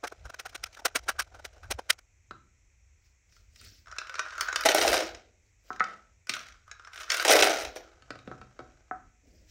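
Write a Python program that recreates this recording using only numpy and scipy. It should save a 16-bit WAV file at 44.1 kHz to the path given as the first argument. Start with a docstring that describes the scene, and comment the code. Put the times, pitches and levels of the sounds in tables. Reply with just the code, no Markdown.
"""Keycaps are pried out of a keyboard at a workshop bench, in short slices of clatter that fade in and out.
A knock and brushing hands follow; a small open box of caps rattles, pours into a plastic tub and is set down.
A second box is jolted, rattled, poured and set down with several knocks; hands brush past at the end.
Blows ring sets of decaying sine waves, crowds of blows make clatter, and shaped noise makes the brushing,
the ventilation rumble and the hiss; random echoes of a small room answer all but the slices and the air."""
import sys
import numpy as np
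from scipy import signal
from scipy.io import wavfile
from scipy.ndimage import uniform_filter1d

SR = 44100
rng = np.random.default_rng(int(sys.argv[2]) if len(sys.argv) > 2 else 0)


def dump(signal):
    """Clip the signal to [-1, 1] and save it as 16-bit WAV at the path in sys.argv[1]."""
    limited = np.clip(np.atleast_2d(signal).T, -1, 1)
    pcm = np.round(limited * 32767).astype(np.int16)
    wavfile.write(sys.argv[1], SR, pcm)


N = 418950  # length in samples
KINDS = 32  # different versions of each blow
BAND_LIMIT_HZ = 15900

# Ventilation rumble and hiss, shape of the noise: f/Hz, relative level/dB per Hz
RUMBLE_SPECTRUM = [(8.8, -63), (15, -33), (27, -23), (34, -8), (42, -3), (59, 1), (87, -7), (103, -8),
                   (124, -22), (190, -29), (250, -59), (420, -120)]
HISS_SPECTRUM = [(100, -4), (160, -10), (350, -9), (1100, -15), (1700, -12), (2000, -5), (2500, -5),
                 (2900, -17), (5000, -21), (5600, -8), (6800, -8), (7800, -12), (8700, -31), (16000, -35)]
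# Brief swells of the rumble: t/s, hold/s, level/dB
RUMBLE_SWELLS = [(.26, .01, -48), (.5, .2, -58), (.9, .7, -60), (1.22, .01, -52), (1.71, .03, -42),
                 (2.38, .02, -59), (3.67, .01, -54), (3.91, .01, -56), (4.84, .11, -53), (5.16, .01, -57),
                 (6.52, .02, -55), (7.43, .01, -52), (7.65, .01, -53), (8.3, .11, -57), (9.07, .01, -57),
                 (9.42, .02, -59)]
# How long the room echoes: f/Hz, time to fall 60 dB/s
ROOM_DECAY = [(100, 1), (500, 0.34), (1500, 0.37), (4000, .35), (8000, 0.094), (16000, 0.34)]
# Hands and sleeves brushing past: t/s, hold/s, swish level/dB, low rub level/dB
BRUSHES = [(3.056, .01, -73.5, -95), (3.33, .07, -69, -76), (3.56, .01, -66, -78), (3.615, .055, -55, -65),
           (3.72, .06, -63, -75), (5.46, .01, -78.5, -82), (5.685, .01, -64, -68), (9.28, .14, -73, -67),
           (9.5, .01, -63.5, -82)]
# Colour of the swish and of the low rub: f/Hz, relative level/dB per Hz
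SWISH_SPECTRUM = [(880, -38), (1500, -3), (3310, -4.5), (3590, -6), (5380, 3), (11200, -22.5),
                  (14600, -12.5), (16000, -9)]
RUB_SPECTRUM = [(100, -45), (170, -1), (287, -8), (515, -4.5), (746, -21.5), (900, -27.5), (1170, -60),
                (1980, -120)]

# Ringing tones of each body, before random variation: f/Hz, relative level/dB, time to fall 60 dB/s
TUB_MODES = [(362, -11, 0.045), (454, -7, 0.07), (520, -2, 0.1), (615, 3, .06), (642.3, 4.5, .07),
             (693.8, 3, 0.09), (765, -2.5, 0.11), (860, -13, 0.022)]
BOX_MODES = [(1113, -17, 0.018), (1230, -10, 0.03), (1313, 0, .05), (1370, 1, 0.045), (1445, 0, 0.06),
             (1505, 2, 0.08), (1546, -5, 0.05), (1695, -11, 0.047)]
EMPTY_BOX_MODES = [(1054, -24, 0.039), (1116, -13, 0.073), (1227, -12, .07), (1291, 0, .09),
                   (1346, -3.5, .08), (1488, -0.5, 0.065), (1546, -11, 0.072), (1720, -11, 0.045),
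                   (1880, -17, 0.04)]
BOX_FLOOR_MODES = [(626, -18, .05), (700, -14, .07), (744, 4, .16), (788, -16, .05), (895, -18, .05)]
WOOD_MODES = [(200, -7, .04), (250, -5, .04), (291.4, -2, .05), (343, -3, .04), (389, -3, .04),
              (441, -1, .06), (500, -3, .04), (580, -5, .04)]
THUMP_MODES = [(96.7, -9.5, .15), (125, 7.5, 0.33), (160, -22, 0.089)]
SHELL_MODES = [(310, -13, 0.018), (513, -6.5, .025), (634, -0.5, 0.03), (756, 3.5, 0.035), (906, -2, 0.013)]  # keyboard shell
# Outline filled with random tones, for caps, edge clicks and the duller snap of box on wood:
# f/Hz, relative level/dB
CAP_SPECTRUM = [(1120, -35), (1900, -12.5), (2340, -1), (3260, -2.5), (4750, -1.5), (5300, 3), (6770, -7),
                (7600, -30.5), (9880, -44), (16700, -120)]
EDGE_SPECTRUM = [(4470, -32), (7600, 5), (9220, -1), (10400, -6), (13300, -8.5), (16000, -13)]
CRACK_SPECTRUM = [(1120, -31), (1900, -8), (3350, -5), (3890, -3.5), (4230, -4), (9000, -46), (11700, -62),
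                  (19800, -120)]

# Box or shell meeting the bench: t/s, then level/dB of wood, thump, box floor, empty box, crack
BENCH_KNOCKS = [(2.309, -41, -59, -58, -30.5, -40.5), (5.704, -36, -62, -38, -22.5, -60),
                (5.805, -31.5, -57, -36, -11, -40), (6.296, -38, -54, -65, -50, -50),
                (8.022, -59, -62, -66, -50, -47), (8.105, -33, -53, -50, -28, -30),
                (8.155, -46, -52, -59, -41, -44), (8.189, -55, -52, -62, -47, -45),
                (8.275, -32, -48.5, -49, -38, -42.5), (8.314, -35.5, -50, -44, -32, -50),
                (8.414, -45.5, -55, -51, -38, -44.5), (8.591, -33.5, -64, -50, -34, -43.5),
                (8.603, -42, -56, -44, -43, -54), (8.911, -35.5, -64, -28, -25, -65)]
# Fine rattle of things settling after a pour or a box set down: t/s, hold/s, level/dB, fall/dB per s
SETTLING = [(5.71, .05, -71, 100), (5.85, .04, -60, 120), (7.8, .1, -71, 30), (8.12, .05, -70, 40),
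            (8.28, .05, -70, 40), (8.6, .02, -73, 40), (8.92, .02, -80, 40)]
# A full box carried and tilted: start t/s, end t/s, start level/dB, end level/dB
CARRIED_BOXES = [(3.87, 4.64, -66, -46), (6.66, 7.09, -74, -62)]
# Added to the settling, carried and early handling clatter: level/dB of cap, tub, box, edge click
SETTLE_MIX = [0, 4, 3, -24]
RATTLE_MIX = [0, -10, 9, -24]
HANDLING_MIX = [-71, -69, -74, -90]
# Prying and falling caps: peak t/s, level/dB of shell, box, cap, basic time to fall 10 dB/s
PRY_SLICES = [(.042, -36.5, -35.5, -43, .016), (.0778, -62, -45, -39, .0044),
              (.1248, -41.5, -44.5, -50, .0063), (.2563, -49, -45.5, -51, .013),
              (.3015, -45.5, -43, -45, .0055), (.3465, -50, -42.5, -46, .0044),
              (.3985, -50, -42.5, -40, .012), (.4611, -44.5, -37.5, -39.5, .009),
              (.4986, -61, -61, -49, .0077), (.532, -62, -54, -59, .009), (.5544, -43, -40, -36, .0085),
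              (.6412, -47, -37, -31.5, .005), (.665, -62, -48, -49, .011), (.7322, -63, -69, -56, .019),
              (.7505, -65, -61, -50, .0043), (.774, -52, -46, -51, .0086),
              (.7981, -46.5, -51, -48.5, .0076), (.8237, -50, -59, -67, .004),
              (.858, -30, -26.5, -23, .0095), (.912, -62.5, -59, -80, .014), (.9595, -32, -27.5, -25, .012),
              (.99, -57, -52.5, -46, .0072), (1.0349, -57, -75, -55, .013), (1.0699, -51, -67, -59, .0062),
              (1.0907, -32.5, -24, -25, .011), (1.1555, -61.5, -58.5, -70, .023),
              (1.197, -39, -24, -25.5, .011), (1.223, -62, -43.4, -40, .0054),
              (1.2766, -59.5, -63.5, -64, .008), (1.3242, -56, -58, -68, .008),
              (1.347, -53, -54.5, -59, .027), (1.3959, -52, -52, -55, .0083),
              (1.4523, -46.5, -44.5, -40, .011), (1.5338, -69, -64.5, -64, .0067),
              (1.5649, -58, -64, -68, .0125), (1.6342, -56, -50.5, -57, .027),
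              (1.713, -33.5, -35.5, -29, .012), (1.792, -37, -44, -47, .0095),
              (1.9041, -37, -25, -19.5, .007), (1.9912, -59, -51.5, -51, .0043)]
# Caps knocking about in a box: t/s, level/dB of cap, box, edge click
BOX_RATTLES = [(3.3233, -53.5, -63, -75), (3.3643, -51, -55.5, -79), (3.5594, -43.5, -60.5, -57),
               (3.6125, -47, -51, -48), (3.6465, -56, -61, -44), (3.8587, -52, -49, -85),
               (3.8708, -48, -41, -79), (3.881, -46, -41, -79), (3.9137, -40, -38, -69),
               (3.924, -44, -34, -70), (3.9633, -45, -40, -66), (3.984, -21.5, -25.5, -47),
               (4.0145, -41, -31, -66), (4.0696, -37, -41, -65), (4.095, -30.5, -31.5, -55),
               (4.141, -31.5, -31, -62), (4.154, -31, -31, -56), (4.184, -36, -30, -62),
               (4.193, -18, -19, -45), (4.2614, -48, -28, -67), (4.2838, -41, -41, -67),
               (4.3058, -37.5, -43, -73), (4.353, -51, -41, -66), (4.3797, -30, -27, -46),
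               (4.4087, -16, -21.5, -26), (4.4845, -27.5, -20, -58), (4.5271, -24, -23.5, -48),
               (4.559, -13, -18, -26), (4.6084, -25, -40, -34), (4.6355, -26, -45, -37),
               (5.7294, -42, -43, -78), (5.7608, -44, -37, -64), (5.7967, -27, -29.5, -69),
               (5.8397, -30.5, -29, -64), (5.9104, -52, -42.5, -83), (6.27, -40.5, -43, -51),
               (6.2942, -16.5, -33, -27), (6.337, -23, -32, -41), (6.3659, -34, -28, -57),
               (6.3919, -33.5, -41, -56), (6.4287, -45, -47, -68), (6.4664, -40, -55.5, -61),
               (6.4852, -38, -52, -54), (6.5221, -45.5, -55.5, -73.5), (6.678, -55, -45, -64),
               (6.7132, -30.5, -36.5, -66), (6.795, -46, -41, -76), (6.848, -40.5, -45, -68),
               (6.8725, -41, -35.5, -70), (6.933, -35, -50, -67), (6.9581, -36, -36, -62),
               (6.976, -36, -40, -58), (7.0074, -34.5, -35, -60), (7.0318, -32.5, -45, -59),
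               (7.1017, -13, -45.5, -36), (7.1177, -12.5, -38, -28), (7.1444, -17, -36, -34),
               (7.17, -20, -33, -29), (7.197, -19, -20, -45)]
# Caps jolted along the box: t/s, hold/s, level/dB, basic fall/dB per s
BOX_JOLTS = [(6.296, .004, -38, 600), (6.34, .01, -48, 110), (6.935, .1, -52, 300), (7.1, .13, -38, 500)]
# Surges of caps pouring into the tub: t/s, hold/s, level/dB, basic fall/dB per s
TUB_POURS = [(4.658, .006, -21, 700), (4.692, .006, -22, 700), (4.75, .19, -30, 140), (7.25, .04, -30, 200),
             (7.285, .14, -24.5, 110), (7.5, .15, -42, 450), (7.76, .004, -43, 600)]
# Added to the jolts and the pours: level/dB of cap, tub, box, edge click
JOLT_MIX = [0, -10, 2, -10]
POUR_MIX = [0, 1.5, -5, -9]
# Caps landing in the tub: t/s, level/dB of cap, tub, edge click
TUB_DROPS = [(4.6598, -13.5, -13.5, -34), (4.6874, -9.5, -27, -30), (4.7167, -17, -33, -28),
             (4.7468, -14, -12.5, -14), (4.7824, -15.5, -20, -27.5), (4.8145, -13.5, -33, -27),
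             (4.8484, -25, -13.5, -45), (4.8773, -13.5, -21, -33), (4.8874, -19.5, -22, -26),
             (4.9287, -14, -17, -33), (4.9412, -23, -15.5, -25), (4.9751, -26, -23, -44),
             (5.0302, -30, -44, -51), (5.0774, -37, -41, -59), (5.1476, -34, -50, -58),
             (7.2494, -16, -20.5, -24), (7.2804, -16.5, -22, -21.5), (7.2964, -10.5, -20, -26.5),
             (7.3154, -8.5, -19, -29.5), (7.3482, -34, -14, -39), (7.3891, -14, -18, -34),
             (7.4317, -16, -23.5, -36.5), (7.4514, -18, -24, -31), (7.4949, -25, -17, -28),
             (7.5997, -25, -38, -36), (7.7603, -34, -32, -56), (7.8042, -51, -43, -74)]


def amp(db):
    """Turns decibels into a plain multiplier of the wave."""
    return 10 ** (np.asarray(db) / 20)


def evened(x):
    """Scales a sound to an average strength (rms) of 1."""
    return x / np.sqrt(np.mean(x ** 2) + 1e-20)


def read(points, hz):
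    """Reads a value between table points, with pitch spaced by ratio as the ear hears it."""
    f, value = np.transpose(points)
    return np.interp(np.log(hz + 1), np.log(f + 1), value)


def shaped(rows, rise, fall=None, haste=1):
    """Loudness that rises, holds and falls in dB per second; the powers of overlapping rows add."""
    t, rows = np.arange(0, N, 32) / SR, np.array(rows)  # every 32nd sample is enough
    start, hold, db = rows.T[:3, :, None]
    fall = haste * (rows[:, -1:] if fall is None else fall)
    before = np.maximum(start - t, 0)
    after = np.maximum(t - start - hold, 0)
    power = amp(2 * (db - rise * before - fall * after)).sum(axis=0)
    return np.interp(np.arange(N) / SR, t, np.sqrt(power))


def noise(spectrum, size, patchy_db):
    """Random noise coloured by a spectrum, uneven in drifting patches of time and pitch; rms 1."""
    frames, hz = 4 * N // size + 5, np.fft.rfftfreq(size, 1 / SR)
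    real, imaginary, patches = rng.standard_normal((frames, len(hz), 3)).T
    patches = uniform_filter1d(patches, size=12, axis=0)  # smooth over pitch
    patches = evened(uniform_filter1d(patches, size=10, axis=1))  # smooth over time
    level_db = read(spectrum, hz)[:, None] + patchy_db * patches
    z = (real + 1j * imaginary) * amp(level_db)
    return evened(signal.istft(z, nperseg=size, noverlap=3 * size // 4)[1][:N])


def scattered(spectrum, low_hz, high_hz, t60, count):
    """Small hard things ring at many random pitches: a different set for each kind of blow."""
    hz = np.exp(rng.uniform(np.log(low_hz), np.log(high_hz), (KINDS, count)))
    return np.stack([hz, read(spectrum, hz), t60 * rng.uniform(0.63, 1.6, hz.shape)], axis=2)


def rings(modes, contact_ms, spread_db, detune):
    """Blows at different spots wake a body's tones unevenly through a short rough contact; peak 1."""
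    modes = np.broadcast_to(modes, (KINDS, *np.shape(modes)[-2:]))
    hz, db, t60 = (modes[:, :, k, None] for k in range(3))
    t = np.arange(round(SR * t60.max()) + 200) / SR
    db = db + spread_db * rng.standard_normal(db.shape)
    pitch = hz * (1 + detune * rng.standard_normal(db.shape))
    ring = (amp(db - 60 * t / t60) * np.sin(2 * np.pi * pitch * t)).sum(axis=1)
    u = np.arange(800) * 1000 / SR / contact_ms
    contact = rng.standard_normal((KINDS, len(u))) * u ** .3 * np.exp(-u)
    ring = signal.fftconvolve(ring, contact, axes=1)
    edges = [.85 * hz.min(), min(1.2 * hz.max(), .45 * SR)]  # a body radiates only near its modes
    ring = signal.sosfilt(signal.butter(4, edges, "band", fs=SR, output="sos"), ring)
    return ring / abs(ring).max(axis=1, keepdims=True)


def played(times, levels_db, bodies):
    """Each blow rings every body at its own level, in a randomly picked version."""
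    out = np.zeros(N + SR)
    kinds = rng.integers(0, KINDS, (len(times), len(bodies)))
    starts = np.round(times * SR).astype(int)
    for at, gains, kind in zip(starts, amp(levels_db), kinds):
        for gain, body, k in zip(gains, bodies, kind):
            out[at:at + body.shape[1]] += gain * body[k]
    return out[:N]


def patter(bodies, per_s, spread_db, end_s):
    """A random stream of uneven blows rings all the bodies; each has rms 1 up to about end_s."""
    at = np.flatnonzero(rng.random(round(end_s * SR)) < per_s / SR)
    size_db = spread_db * np.minimum(rng.exponential(1, (len(at), 1)), 4)
    size_db = size_db + 3.0 * rng.standard_normal((len(at), len(bodies)))
    streams = [played(at / SR, size_db[:, [k]], [body]) for k, body in enumerate(bodies)]
    return np.array([evened(x) * np.sqrt(end_s * SR / N) for x in streams])


def air():
    """Ventilation is low noise that comes and goes, plus a steady hiss."""
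    steady_db, waver_db, hiss_db = -64, 2.5, -73
    swells = shaped(RUMBLE_SWELLS, rise=160, fall=240)  # dB/s
    level = np.hypot(amp(steady_db), swells)
    rumble = level * noise(RUMBLE_SPECTRUM, size=4096, patchy_db=waver_db)
    return rumble + amp(hiss_db) * noise(HISS_SPECTRUM, size=1024, patchy_db=0.0)


def room(x):
    """Three random echo sets fade into one another at a steady rate, so no pitch stands out."""
    taps = np.zeros((3, SR // 2))
    at = np.arange(200, SR // 2 - 20, 20)
    at = at + rng.integers(0, 20, (3, len(at)))
    np.put_along_axis(taps, at, rng.choice([-1., 1.], at.shape), 1)
    hz, t, z = signal.stft(taps, SR, nperseg=256)
    decay = amp(-60 * t / read(ROOM_DECAY, hz)[:, None])  # each pitch dies at its own speed
    tails = signal.istft(z * decay, SR, nperseg=256)[1]
    cycles = 3.7 * np.arange(N) / SR + np.arange(3)[:, None] / 3  # 3.7 rounds a second
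    turns = np.sqrt(2 / 3) * np.cos(2 * np.pi * cycles)
    tails = tails / np.linalg.norm(tails[0])
    return signal.fftconvolve(x * turns, tails, axes=1)[:, :N].sum(axis=0)


def brushing():
    """Hands and sleeves sliding past make a soft high swish and a low rub of noise."""
    strokes, out = np.array(BRUSHES), np.zeros(N)
    for column, colour in ((2, SWISH_SPECTRUM), (3, RUB_SPECTRUM)):
        level = shaped(strokes[:, [0, 1, column]], rise=250, fall=200)  # dB/s
        out += level * noise(colour, size=256, patchy_db=3.5)
    return out


def bench_knocks():
    """A box or shell meeting the bench wakes wood, a low thump, the box and a dull crack."""
    wood = rings(WOOD_MODES, contact_ms=.8, spread_db=7.5, detune=.041)
    thump = rings(THUMP_MODES, contact_ms=2.5, spread_db=0.0, detune=.012)
    floor = rings(BOX_FLOOR_MODES, contact_ms=.15, spread_db=1.5, detune=.006)
    empty = rings(EMPTY_BOX_MODES, contact_ms=.36, spread_db=1.5, detune=.015)
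    crack_modes = scattered(CRACK_SPECTRUM, 1900, 8000, .016, count=50)
    crack = rings(crack_modes, contact_ms=2.2, spread_db=2.5, detune=0)
    knocks = np.array(BENCH_KNOCKS)
    return wood, played(knocks[:, 0], knocks[:, 1:], (wood, thump, floor, empty, crack))


def fine_rattle(bodies):
    """Many tiny blows blur into the rattle of carried boxes, settling things and faint early handling."""
    t = np.arange(N) / SR
    fine = patter(bodies, per_s=600, spread_db=3.5, end_s=9.1)
    carried = np.zeros(N)
    for start, end, start_db, end_db in CARRIED_BOXES:
        carried += amp(np.interp(t, (start, end), (start_db, end_db), -200, -200))  # else silent
    rattle = carried * (amp(RATTLE_MIX) @ fine)
    rattle += shaped(SETTLING, rise=300) * (amp(SETTLE_MIX) @ fine)
    return rattle + (t < 1.95) * (amp(HANDLING_MIX) @ fine)  # handling between the slices


def slices(box, cap, edge):
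    """Dense clatter of pried caps opens and shuts around each peak; the treble dies first."""
    rise_s = .0065  # basic time to rise 10 dB
    bounce_s, bounce_db = .025, -25  # the freed cap lands just after each peak
    edge_db, edge_slope = -2, 1.2  # harder snaps are brighter
    haste = np.array([[.9], [.9], [1.1], [1.3]])  # fade speed of shell, box, cap, edge
    shell = rings(SHELL_MODES, contact_ms=1.3, spread_db=3.5, detune=.065)
    streams = patter((shell, box, cap, edge), per_s=1400, spread_db=2.6, end_s=2.2)
    power, t = np.zeros((4, N)), np.arange(round(2.2 * SR)) / SR
    for peak, shell_db, box_db, cap_db, fall_s in PRY_SLICES:
        near = slice(max(round(peak * SR) - SR // 10, 0), round(peak * SR) + SR // 5)
        for at, less_db in ((peak, 0), (peak + bounce_s, bounce_db)):
            db = np.array([shell_db, box_db, cap_db]) + less_db
            db = np.r_[db, edge_db + edge_slope * db[-1]][:, None]
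            fade_s = np.maximum(np.where(t[near] < at, rise_s, fall_s), 1 / 1000)
            away = abs(t[near] - at) / fade_s
            power[:, near] += amp(2 * (db - 10 * haste * away ** 1.7))
    return (np.sqrt(power) * streams).sum(axis=0)


def box_rattles(cap, tub, box, edge):
    """Single caps hit the box, with the tub's tones as a hollow low ring under it."""
    t, cap_db, box_db, edge_db = np.transpose(BOX_RATTLES)
    hollow_db = box_db - 17
    return played(t, np.c_[cap_db, hollow_db, box_db, edge_db], (cap, tub, box, edge))


def tumbled(rows, mix_db, streams):
    """Tumbling caps swell and fade in surges; the last stream, the edge clicks, dies first."""
    rise = 2500  # dB/s
    low = amp(mix_db[:-1]) @ streams[:-1]
    high = amp(mix_db[-1]) * streams[-1]
    return shaped(rows, rise) * low + shaped(rows, rise, haste=1.6) * high


def tumbling(bodies):
    """A coarse crowd of blows makes caps jolting along the box and pouring into the tub."""
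    coarse = patter(bodies, per_s=420, spread_db=2.8, end_s=7.9)
    return tumbled(BOX_JOLTS, JOLT_MIX, coarse) + tumbled(TUB_POURS, POUR_MIX, coarse)


def tub_drops(cap, tub, box, edge, wood):
    """Each cap rings the tub it lands in, the tipped box above it and the bench below."""
    t, cap_db, tub_db, edge_db = np.transpose(TUB_DROPS)
    levels_db = np.c_[cap_db, tub_db, cap_db - 12, edge_db, tub_db - 20]
    return played(t, levels_db, (cap, tub, box, edge, wood))


def scene():
    """All blows share the same bodies; the room answers everything but the slices and the air."""
    cap_modes = scattered(CAP_SPECTRUM, 1900, 7000, .016, count=45)
    cap = rings(cap_modes, contact_ms=2.4, spread_db=3.2, detune=0)
    edge_modes = scattered(EDGE_SPECTRUM, 8300, 15500, .013, count=40)
    edge = rings(edge_modes, contact_ms=1.3, spread_db=3.0, detune=0)
    tub = rings(TUB_MODES, contact_ms=.8, spread_db=4.0, detune=.04)
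    box = rings(BOX_MODES, contact_ms=.8, spread_db=4.0, detune=.055)
    bodies = (cap, tub, box, edge)
    wood, near = bench_knocks()
    near += brushing() + fine_rattle(bodies)
    near += box_rattles(*bodies) + tumbling(bodies)
    near += tub_drops(*bodies, wood)
    echoes = amp(-8) * room(near)
    return (near + echoes + slices(box, cap, edge) + air())[None]


def record(dry):
    """A steep filter removes the highest treble."""
    lowpass = signal.firwin(255, BAND_LIMIT_HZ, window=("kaiser", 9), fs=SR)
    return signal.oaconvolve(dry, lowpass[None], "same")


dry = scene()
out = record(dry)
dump(out)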